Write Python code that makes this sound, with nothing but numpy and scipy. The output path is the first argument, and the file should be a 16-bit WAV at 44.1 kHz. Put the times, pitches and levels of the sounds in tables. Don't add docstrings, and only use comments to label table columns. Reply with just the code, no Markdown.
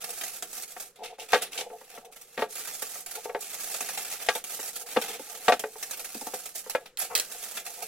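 import sys
import numpy as np
from scipy import signal
from scipy.fft import rfft, irfft, next_fast_len
from scipy.io import wavfile

SR = 44100
rng = np.random.default_rng(int(sys.argv[2]) if len(sys.argv) > 2 else 0)


def generate_wav(sig):
    pcm = np.round(np.clip(np.atleast_2d(sig).T, -1, 1) * 32767).astype(np.int16)
    wavfile.write(sys.argv[1], SR, pcm)


N = 347067
ATTACK = round(.014 * SR)


def amp(db):
    return 10 ** (np.asarray(db) / 20)


def unit_rms(x, size=None):
    return x / np.sqrt(np.mean(x.mean(0)[:size] ** 2) + 1e-20)


def unit_energy(x):
    return unit_rms(x) / np.sqrt(x.shape[1])


def read(points, hz):
    table_hz, value = np.transpose(points)
    return np.interp(np.log(hz + 1), np.log(table_hz + 1), value)


def add(mix, start_s, sound):
    part = mix[..., max(round(start_s * SR), 0):][..., :sound.shape[-1]]
    part += sound[..., :part.shape[-1]]


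def colour(x, spectrum, size=2048):
    log_gain = np.log(amp(read(spectrum, abs(np.fft.fftfreq(size, 1 / SR)))))
    taps = np.fft.ifft(np.exp(np.conj(signal.hilbert(log_gain)))).real
    return signal.oaconvolve(x, taps[None, :size // 2], axes=1)[:, :x.shape[1]]


def excite(force, response):
    return signal.oaconvolve(force[None], unit_energy(response), axes=1)[:, :N]


def clicks(per_s, spread_db):
    hits = rng.random(N) < per_s / SR
    train = hits * amp(spread_db * np.minimum(rng.exponential(1, N), 4))
    return train * rng.choice([-1, 1], N) / np.sqrt(np.mean(train ** 2) + 1e-20)


def avalanche(rise_s, fade_s, density, size=900):
    t = np.arange(size) / SR
    run = rng.standard_normal(size) * (rng.random(size) < density)
    run *= (1 - np.exp(-t / rise_s)) * np.exp(-t / fade_s)
    return run * np.sqrt(ATTACK / np.sum(run ** 2))


def fits_and_starts(rate_hz, depth_db):
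    hz = np.fft.rfftfreq(N, 1 / SR)
    drift = irfft(rfft(rng.standard_normal(N)) / (1 + (hz / rate_hz) ** 4), N)
    gain = amp(depth_db * np.clip(drift / drift.std(), -2, 2))
    return gain / np.sqrt(np.mean(gain ** 2))


def strokes(rows, rise_s, release_s, growth_db=0):
    power = np.zeros(N)
    for start, length, db in rows:
        t = np.arange(0, length + 4 * release_s, 1 / SR)
        held_db = db + growth_db * np.minimum(t / length, 1)
        fall_db = 20 * np.maximum(t - length, 0) / release_s
        add(power, start, (np.minimum(t / rise_s, 1) * amp(held_db - fall_db)) ** 2)
    return np.sqrt(power)


# frequency in Hz, correlation (capped at 1 in use).
PORT_LIKENESS = [(60, 1), (300, 1.1), (700, 0.87), (1400, 1.1), (3100, 0.49), (6500, 0.09), (15000, 0.75)]
def diffuse(size):
    common, separate = rfft(rng.standard_normal((2, size)))
    same = np.clip(read(PORT_LIKENESS, np.fft.rfftfreq(size, 1 / SR)), -1, 1)
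    return irfft(np.array([common, same * common + np.sqrt(1 - same ** 2) * separate]), size)


# frequency in Hz, relative density in dB.
ROOM_TONE = [(20, 9), (60, -22.5), (150, -1.5), (300, -11.5), (490, 10.5), (700, -19), (1300, -7),
             (3000, -18), (8000, -15), (16000, -42)]
def room_tone():
    return unit_rms(colour(diffuse(next_fast_len(N))[:, :N], ROOM_TONE))


# frequency in Hz, seconds to fall 60 dB.
ROOM_DECAY = [(150, 0.65), (600, 0.22), (2500, 0.2), (8000, 0.2), (16000, 0.18)]
def room_tail(size=12000):
    hz, t, bands = signal.stft(diffuse(size), SR, nperseg=256)
    bands = bands * amp(-60 * t / read(ROOM_DECAY, hz)[:, None])
    tail = signal.istft(bands, SR, nperseg=256)[1][:, :size]
    onset = np.clip(np.arange(size) / SR / 0.0018, 0, 1) ** 2
    return unit_energy(tail * onset)


def table_ring(modes, favoured_hz=0, favour_db=8, reach_hz=55, vary_db=2, detune=0.0083, size=9000):
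    t = np.arange(size) / SR
    hz, db, t60 = np.transpose(modes)[:, :, None]
    strength, shift, polarity, direction = rng.standard_normal((4, len(hz), 1))
    db = db + vary_db * strength + favour_db * np.exp(-((hz - favoured_hz) / reach_hz) ** 2)
    port_phase = np.arccos(np.clip(read(PORT_LIKENESS, hz), -1, 1)) * direction / 2
    phase = 2 * np.pi * hz * (1 + detune * shift) * t + np.pi * (polarity > 0)
    decay = amp(db - 60 * t / t60)
    ring = np.array([(decay * np.sin(phase + side * port_phase)).sum(0) for side in (-1, 1)])
    ring *= 1 - np.exp(-t / 0.00085)
    radiation = signal.butter(3, .75 * hz.min(), "high", fs=SR, output="sos")
    return unit_energy(signal.sosfilt(radiation, ring))


# frequency in Hz, relative gain in dB.
CONTACT_SPECTRUM = [(60, -8), (140, -14), (250, -18.5), (450, -4.5), (1500, -2.5), (3000, -9), (16000, -28)]
# frequency in Hz, relative level in dB, seconds to fall 60 dB.
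SLIDE_MODES = [(208, -13, .15), (433, -12.5, 0.21), (487, 5.5, 0.064), (570, -18.5, 0.18),
               (690, 1.5, 0.046), (764, -2, 0.034), (851, 0, 0.035)]
# start in seconds, length in seconds, level in dB.
SHOVES = [(0, 0.12, -51), (.98, 0.083, -41.5), (1.08, 0.048, -44), (1.19, 0.033, -49), (1.3, .14, -46.5),
          (1.54, 0.123, -45.5), (1.69, 0.067, -48.5), (1.92, 0.18, -51.5), (2.38, 0.087, -44),
          (3.14, 0.041, -43), (3.24, .15, -44.5), (4.2, 0.053, -55), (4.7, 0.16, -53), (4.91, 0.25, -48),
          (5.25, .45, -54), (5.97, 0.047, -53), (6.2, 0.13, -57), (6.73, 0.088, -55), (7.09, 0.11, -43),
          (7.33, 0.029, -55), (7.65, 0.056, -47.5), (7.765, 0.064, -41.5)]
def scrape():
    slips = clicks(per_s=600, spread_db=2.5)
    slips *= strokes(SHOVES, rise_s=0.019, release_s=0.025, growth_db=0.5)
    slips *= fits_and_starts(rate_hz=18, depth_db=3.5)
    return excite(slips, colour(table_ring(SLIDE_MODES, vary_db=1.0), CONTACT_SPECTRUM))


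def rattle(rebound_db=-8):
    rebounds = avalanche(rise_s=0.0025, fade_s=0.012, density=.02, size=1500)
    force = amp(rebound_db) * rebounds / np.sqrt(ATTACK)
    force[0] += 1
    return force[None]


# frequency in Hz, relative level in dB, seconds to fall 60 dB.
TABLE_MODES = [(349, -26.5, 0.078), (428.3, -6.5, 0.11), (498, 3, 0.071), (573, -5.5, 0.091),
               (642, -11.5, 0.063), (696.6, 0.5, 0.072), (750, 2, 0.05), (820, -5, 0.073), (891, 0, 0.076),
               (1162, 5, 0.11), (1331, 5, 0.065), (1534, 9, 0.032), (1653, 0.5, 0.11), (1898, 17, 0.023),
               (2170, 9.5, 0.041), (2445, 6, 0.075), (2764, 11.5, 0.019), (2910, -5.5, 0.058),
               (3586, 6, 0.03)]
# frequency in Hz, relative density in dB.
THUD_SPECTRUM = [(20, -22.5), (70, -44), (130, -8.5), (210, 8.5), (310, 9.5), (450, -9.5), (900, -66.5)]
CLACK_SPECTRUM = [(500, -31.5), (1000, -8.5), (1300, -1), (2400, -9.5), (3700, -6), (5200, -11.5),
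                  (8000, -13.5), (16000, -28)]
# start in seconds, level in dB, relative weight in dB,
# relative hardness in dB, frequency in Hz that the point of contact favours.
KNOCKS = [(0.765, -41.5, -19.5, -4, 740), (1.186, -42.5, -30, -23, 820), (1.332, -17.5, -31, -3, 720),
          (1.344, -21, -27, -2, 504), (1.355, -30, -14, -8, 480), (1.588, -39, -48, -21, 750),
          (1.613, -40, -38, -12, 477), (1.701, -47, -15, -9, 490), (1.813, -50, -16, -9, 820),
          (1.975, -44, -12, -4.5, 570), (2.377, -33.5, -10, -1, 527), (2.392, -37, -7, 0, 664),
          (2.421, -24, -22, -6.5, 458), (2.462, -42.5, -16, -21, 500), (2.822, -43.5, -13, -1, 504),
          (2.955, -50, -25, 1, 750), (3.256, -34.5, -38, -18, 475), (3.296, -37, -32, -6, 470),
          (3.348, -28.5, -33, -7.5, 470), (3.807, -41, -16, 0, 746), (3.888, -44.5, -26, 4, 730),
          (4.287, -21.5, -35, 0, 750), (4.355, -34.5, -21, -13, 855), (4.592, -43, -11, -4.5, 433),
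          (4.963, -27, -14, -6.5, 493), (4.968, -20, -8.5, -7, 497), (5.196, -39, -9.5, -25, 480),
          (5.482, -16, -17.5, -3.5, 690), (5.497, -18.5, -40, -14, 690), (5.522, -19.5, -17.5, -4, 646),
          (5.639, -30, -28, -6, 442), (5.757, -44, -33, -18, 454), (6.149, -45.5, 3, -19, 430),
          (6.214, -40.5, -7, -22, 860), (6.268, -36.5, -10.5, -11, 750), (6.337, -34.5, -21, -18, 480),
          (6.664, -42.5, -27, -30, 504), (6.75, -22, -31, -6.5, 475)]
def knocks(thud_t60=0.069, clack_t60=0.076, contact_s=0.00038, flex_hz=65, flex_t60=.05, size=9000):
    t, out = np.arange(size) / SR, np.zeros((2, N))
    low_modes = [mode for mode in TABLE_MODES if mode[0] < 1000]
    high_modes = TABLE_MODES[len(low_modes):]
    pulse = np.ones((2, 1)) * (1 - t / contact_s) * np.exp(-t / contact_s)
    push = amp(-12) * unit_energy(colour(pulse, CONTACT_SPECTRUM))
    flex = amp(-35) * np.sin(2 * np.pi * flex_hz * t) * amp(-60 * t / flex_t60)
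    for start, db, weight_db, hard_db, favoured_hz in KNOCKS:
        force = rattle()
        low_ring = signal.fftconvolve(table_ring(low_modes, favoured_hz) + push, force)[:, :size]
        body = unit_rms(low_ring, ATTACK) + flex
        thud = unit_rms(colour(diffuse(size) * amp(-60 * t / thud_t60), THUD_SPECTRUM), ATTACK)
        grit = unit_energy(colour(diffuse(size) * amp(-60 * t / clack_t60), CLACK_SPECTRUM))
        high_ring = signal.fftconvolve(table_ring(high_modes), force)[:, :size]
        top_hz = np.clip(7500 * amp(hard_db + 0.44 * (db + 22.5)), 2300, 12000)
        softening = signal.butter(2, top_hz, fs=SR, output="sos")
        clack = unit_rms(signal.sosfilt(softening, high_ring + amp(-1) * grit), ATTACK)
        add(out, start, amp(db) * (body + amp(weight_db - 1) * thud + amp(hard_db) * clack))
    return out


def facet(ripple_db, sheet_db=5, room_db=-1, tick_t60=0.003, sheet_t60=0.055, size=12000):
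    t = np.arange(size) / SR
    tick = unit_energy(diffuse(size) * amp(-60 * t / tick_t60))
    shiver = unit_energy(diffuse(size) * amp(-60 * t / sheet_t60))
    hz = np.geomspace(1500, 16000, 18)
    ripple = np.transpose([hz, -ripple_db * rng.standard_normal(len(hz))])
    return colour(tick + amp(sheet_db) * shiver + amp(room_db) * room_tail(size), ripple)


# start and length in seconds, first and last pitch in Hz, level in dB.
SQUEAKS = [(1.414, 0.016, 10300, 9200, -36), (6.984, 0.016, 11000, 11660, -31.5),
           (6.992, 0.009, 10900, 9500, -31)]
def squeaks(waver=0.067, room_db=-3):
    direct = np.zeros(N)
    for start, length_s, start_hz, end_hz, db in SQUEAKS:
        size = round(length_s * SR)
        hz = np.linspace(start_hz, end_hz, size) * (1 + waver * rng.standard_normal(size))
        glide = np.sin(2 * np.pi * np.cumsum(hz) / SR)
        add(direct, start, amp(db) * 2 * np.hanning(size) * glide)
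    return direct + amp(room_db) * excite(direct, room_tail())


# frequency in Hz, relative gain in dB.
CREAK_SPECTRUM = [(500, -17), (750, -9), (950, 9), (1400, -2), (1900, -15), (2400, -10), (4000, -37)]
# start in seconds, length in seconds, level in dB.
CREAKS = [(7.098, .042, -39.5)]
def creak():
    slips = clicks(per_s=1700, spread_db=0)
    slips *= strokes(CREAKS, rise_s=0.008, release_s=0.017, growth_db=-4)
    return excite(slips, colour(facet(ripple_db=1, sheet_db=-2, room_db=-4), CREAK_SPECTRUM))


# frequency in Hz, relative gain in dB.
RASP_SPECTRUM = [(900, -27), (1700, -11), (2300, 5.5), (3300, 2.5), (4400, -1.5), (7000, -1.5), (11000, -7),
                 (16000, -33)]
# start in seconds, length in seconds, level in dB.
PULLS = [(1.03, 0.029, -43.5), (1.07, 0.045, -52), (1.187, 0.032, -44), (1.415, .025, -54),
         (1.522, 0.0082, -39.5), (1.572, 0.036, -32.5)]
def unroll():
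    peel = clicks(per_s=3300, spread_db=10)
    peel *= strokes(PULLS, rise_s=0.0091, release_s=0.011, growth_db=2)
    return excite(peel, colour(facet(ripple_db=0.5), RASP_SPECTRUM))


# frequency in Hz, relative gain in dB.
TEAR_SPECTRUM = [(200, -32), (480, 2), (1000, -8), (1500, -0.5), (3600, 1.5), (5200, 1.5), (7000, -0.5),
                 (16000, -1.5)]
# start in seconds, level in dB, fade time in seconds.
TEAR_JERKS = [(6.9725, -37, 0.001), (7.1517, -21, 0.0015), (7.154, -27, 0.0035), (7.159, -27, 0.0045),
              (7.177, -26.5, .0012), (7.188, -34, 0.0013), (7.1976, -25.5, 0.0019)]
def tear():
    force = np.zeros(N)
    for start, db, fade_s in TEAR_JERKS:
        add(force, start, amp(db) * avalanche(rise_s=.0001, fade_s=fade_s, density=.25))
    return excite(force, colour(facet(ripple_db=0, sheet_db=-3, room_db=-4), TEAR_SPECTRUM))


# frequency in Hz, relative gain in dB.
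SIZZLE_SPECTRUM = [(1500, -35), (3200, -5.5), (4600, -3), (7000, 1), (10000, 0.5), (13000, 0),
                   (16000, -6.5)]
FLAP_SPECTRUM = [(60, -35), (130, -16), (210, -7.5), (320, -7.5), (470, 2), (590, -1.5), (760, 6.5),
                 (1030, -9), (1230, 1.5), (1500, -2), (2600, 3.5), (3800, 2.5), (5500, -7), (10000, -43.5)]
# start in seconds, length in seconds,
# sizzle drive in dB, flap drive in dB over the sizzle drive.
PRESSES = [(-0.01, 0.019, -42, -3), (0.048, 0.33, -43, -5.5), (0.426, 0.11, -49.5, -7),
           (0.508, 0.12, -42, -7), (0.668, .2, -49.5, -6.5), (0.946, .2, -68, 7), (1.027, 0.029, -50, 4.5),
           (1.178, 0.067, -52, 0.5), (1.278, .04, -46, 1), (1.309, 0.054, -39, 3),
           (1.381, 0.086, -56.5, 10), (1.508, .1, -45, -0.5), (1.672, 0.24, -58.5, -3),
           (1.893, 0.098, -53, -0.5), (2.106, .25, -58, -5), (2.365, 0.06, -49, 2.5),
           (2.483, .07, -46.5, -8), (2.558, 0.15, -40.5, -4.5), (2.715, .29, -42, -7.5),
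           (3.067, 0.21, -48, -4), (3.295, .09, -56.5, -5), (3.387, 0.28, -43.5, -5),
           (3.58, 0.21, -41, -6.5), (3.81, 0.35, -40, -4), (4.188, 0.19, -42, -2.5),
           (4.458, .235, -40, -6.5), (4.717, 0.094, -43.5, -7.5), (4.855, .13, -43, -3.5),
           (4.997, 0.15, -42, 0), (5.18, .305, -47, -4), (5.462, 0.079, -43.5, 2), (5.6, .17, -51, -7),
           (5.768, 0.73, -45.5, -6.5), (6.537, 0.056, -41.5, -9.5), (6.629, 0.13, -50.5, -3.5),
           (6.766, .11, -63, 0), (6.969, 0.087, -42.5, -3), (7.09, 0.26, -49.5, -6.5),
           (7.297, 0.3, -42, -5), (7.64, 0.27, -45, -6)]
# start in seconds, relative sizzle drive in dB, flap in dB over it.
SNAPS = [(.04, -39.5, -4), (.103, -40.5, -8), (.209, -42, 1), (0.235, -37.5, -5.5), (.423, -39, -0.5),
         (.798, -41, -6), (.958, -61.5, -9), (1.42, -36.5, -0.5), (2.047, -57, -0.5), (2.123, -55.5, -1),
         (2.161, -52.5, -2), (2.212, -51, -6), (2.554, -42, -5.5), (2.673, -42.5, -5), (2.82, -37, -6),
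         (3.06, -42.5, -4.5), (3.109, -42.5, -6.5), (3.152, -40.5, -3.5), (3.406, -42.5, -16),
         (3.698, -44, -6), (3.742, -37.5, -3), (3.805, -36, -4), (3.887, -39.5, -6), (3.974, -38, 1),
         (4.351, -37, -3), (4.439, -40.5, -4), (4.503, -46, -5), (4.597, -45.5, -3.5), (4.759, -40, -6.5),
         (5.348, -48, -1), (5.592, -37.5, -3.5), (5.826, -37.5, -4.5), (5.909, -37.5, -6.5),
         (5.93, -44.5, 0), (5.994, -42, -3.5), (6.044, -41.5, -4.5), (6.144, -43, -5), (6.21, -43, -6),
         (6.267, -42, -5), (6.338, -39, -4.5), (6.456, -42.5, -4.5), (6.555, -40.5, -7), (6.696, -36, -6),
         (6.857, -57.5, 7.5), (6.999, -37, -10), (7.012, -34.5, -6.5), (7.57, -42.5, 2.5),
         (7.662, -42, -1.5), (7.819, -41.5, -3.5)]
def crinkle(sizzle_db=1.5, flap_db=1.0, snap_db=3.0, hops_per_s=220, facets=10):
    starts, lengths, levels_db, panels_db = np.transpose(PRESSES)
    buckles = clicks(per_s=3000, spread_db=5) * fits_and_starts(rate_hz=45, depth_db=1.62)
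    pressure = [strokes(zip(starts, lengths, db), rise_s=0.013, release_s=0.047)
                for db in (levels_db, levels_db + panels_db)]
    drives = buckles * np.array(pressure)
    for start, db, panel_db in SNAPS:
        snap = avalanche(rise_s=0.0003, fade_s=0.0072, density=.07)
        add(drives, start, amp(db + snap_db) * amp([[0], [panel_db]]) * snap)
    route = rng.integers(0, facets, N)
    active_facet = route[np.cumsum(rng.random(N) < hops_per_s / SR)]
    out = np.zeros((2, N))
    for k in range(facets):
        response = facet(ripple_db=0.03)
        for drive, spectrum, db in zip(drives, (SIZZLE_SPECTRUM, FLAP_SPECTRUM), (sizzle_db, flap_db)):
            out += amp(db) * excite(drive * (active_facet == k), colour(response, spectrum))
    return out


def scene(echo_db=-21, room_tone_db=-64):
    table = knocks() + scrape()
    echo = amp(echo_db) * excite(table.mean(0), room_tail())
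    background = amp(room_tone_db) * room_tone()
    foil = crinkle() + unroll() + creak() + tear() + squeaks()
    return background + echo + table + foil


# frequency in Hz, left over right in dB.
PORT_BALANCE = [(60, -0.5), (200, 3.5), (650, -0.2), (1290, 4), (2400, 0.5), (4400, 0), (8100, -2.5),
                (15000, -9)]
def record(dry, left_late_s=.00003, band_limit_hz=16200):
    size = next_fast_len(N + 2048)
    hz = np.fft.rfftfreq(size, 1 / SR)
    lean_db = read(PORT_BALANCE, hz) / 2
    delay = np.exp(-2j * np.pi * hz * left_late_s)
    port_gains = np.array([amp(lean_db) * delay, amp(-lean_db)])
    ports = irfft(rfft(dry, size) * port_gains, size)[:, :N]
    lowpass = signal.firwin(401, band_limit_hz, window=("kaiser", 9), fs=SR)
    return signal.oaconvolve(ports, lowpass[None], "same", axes=1)


dry = scene()
out = record(dry)
generate_wav(out)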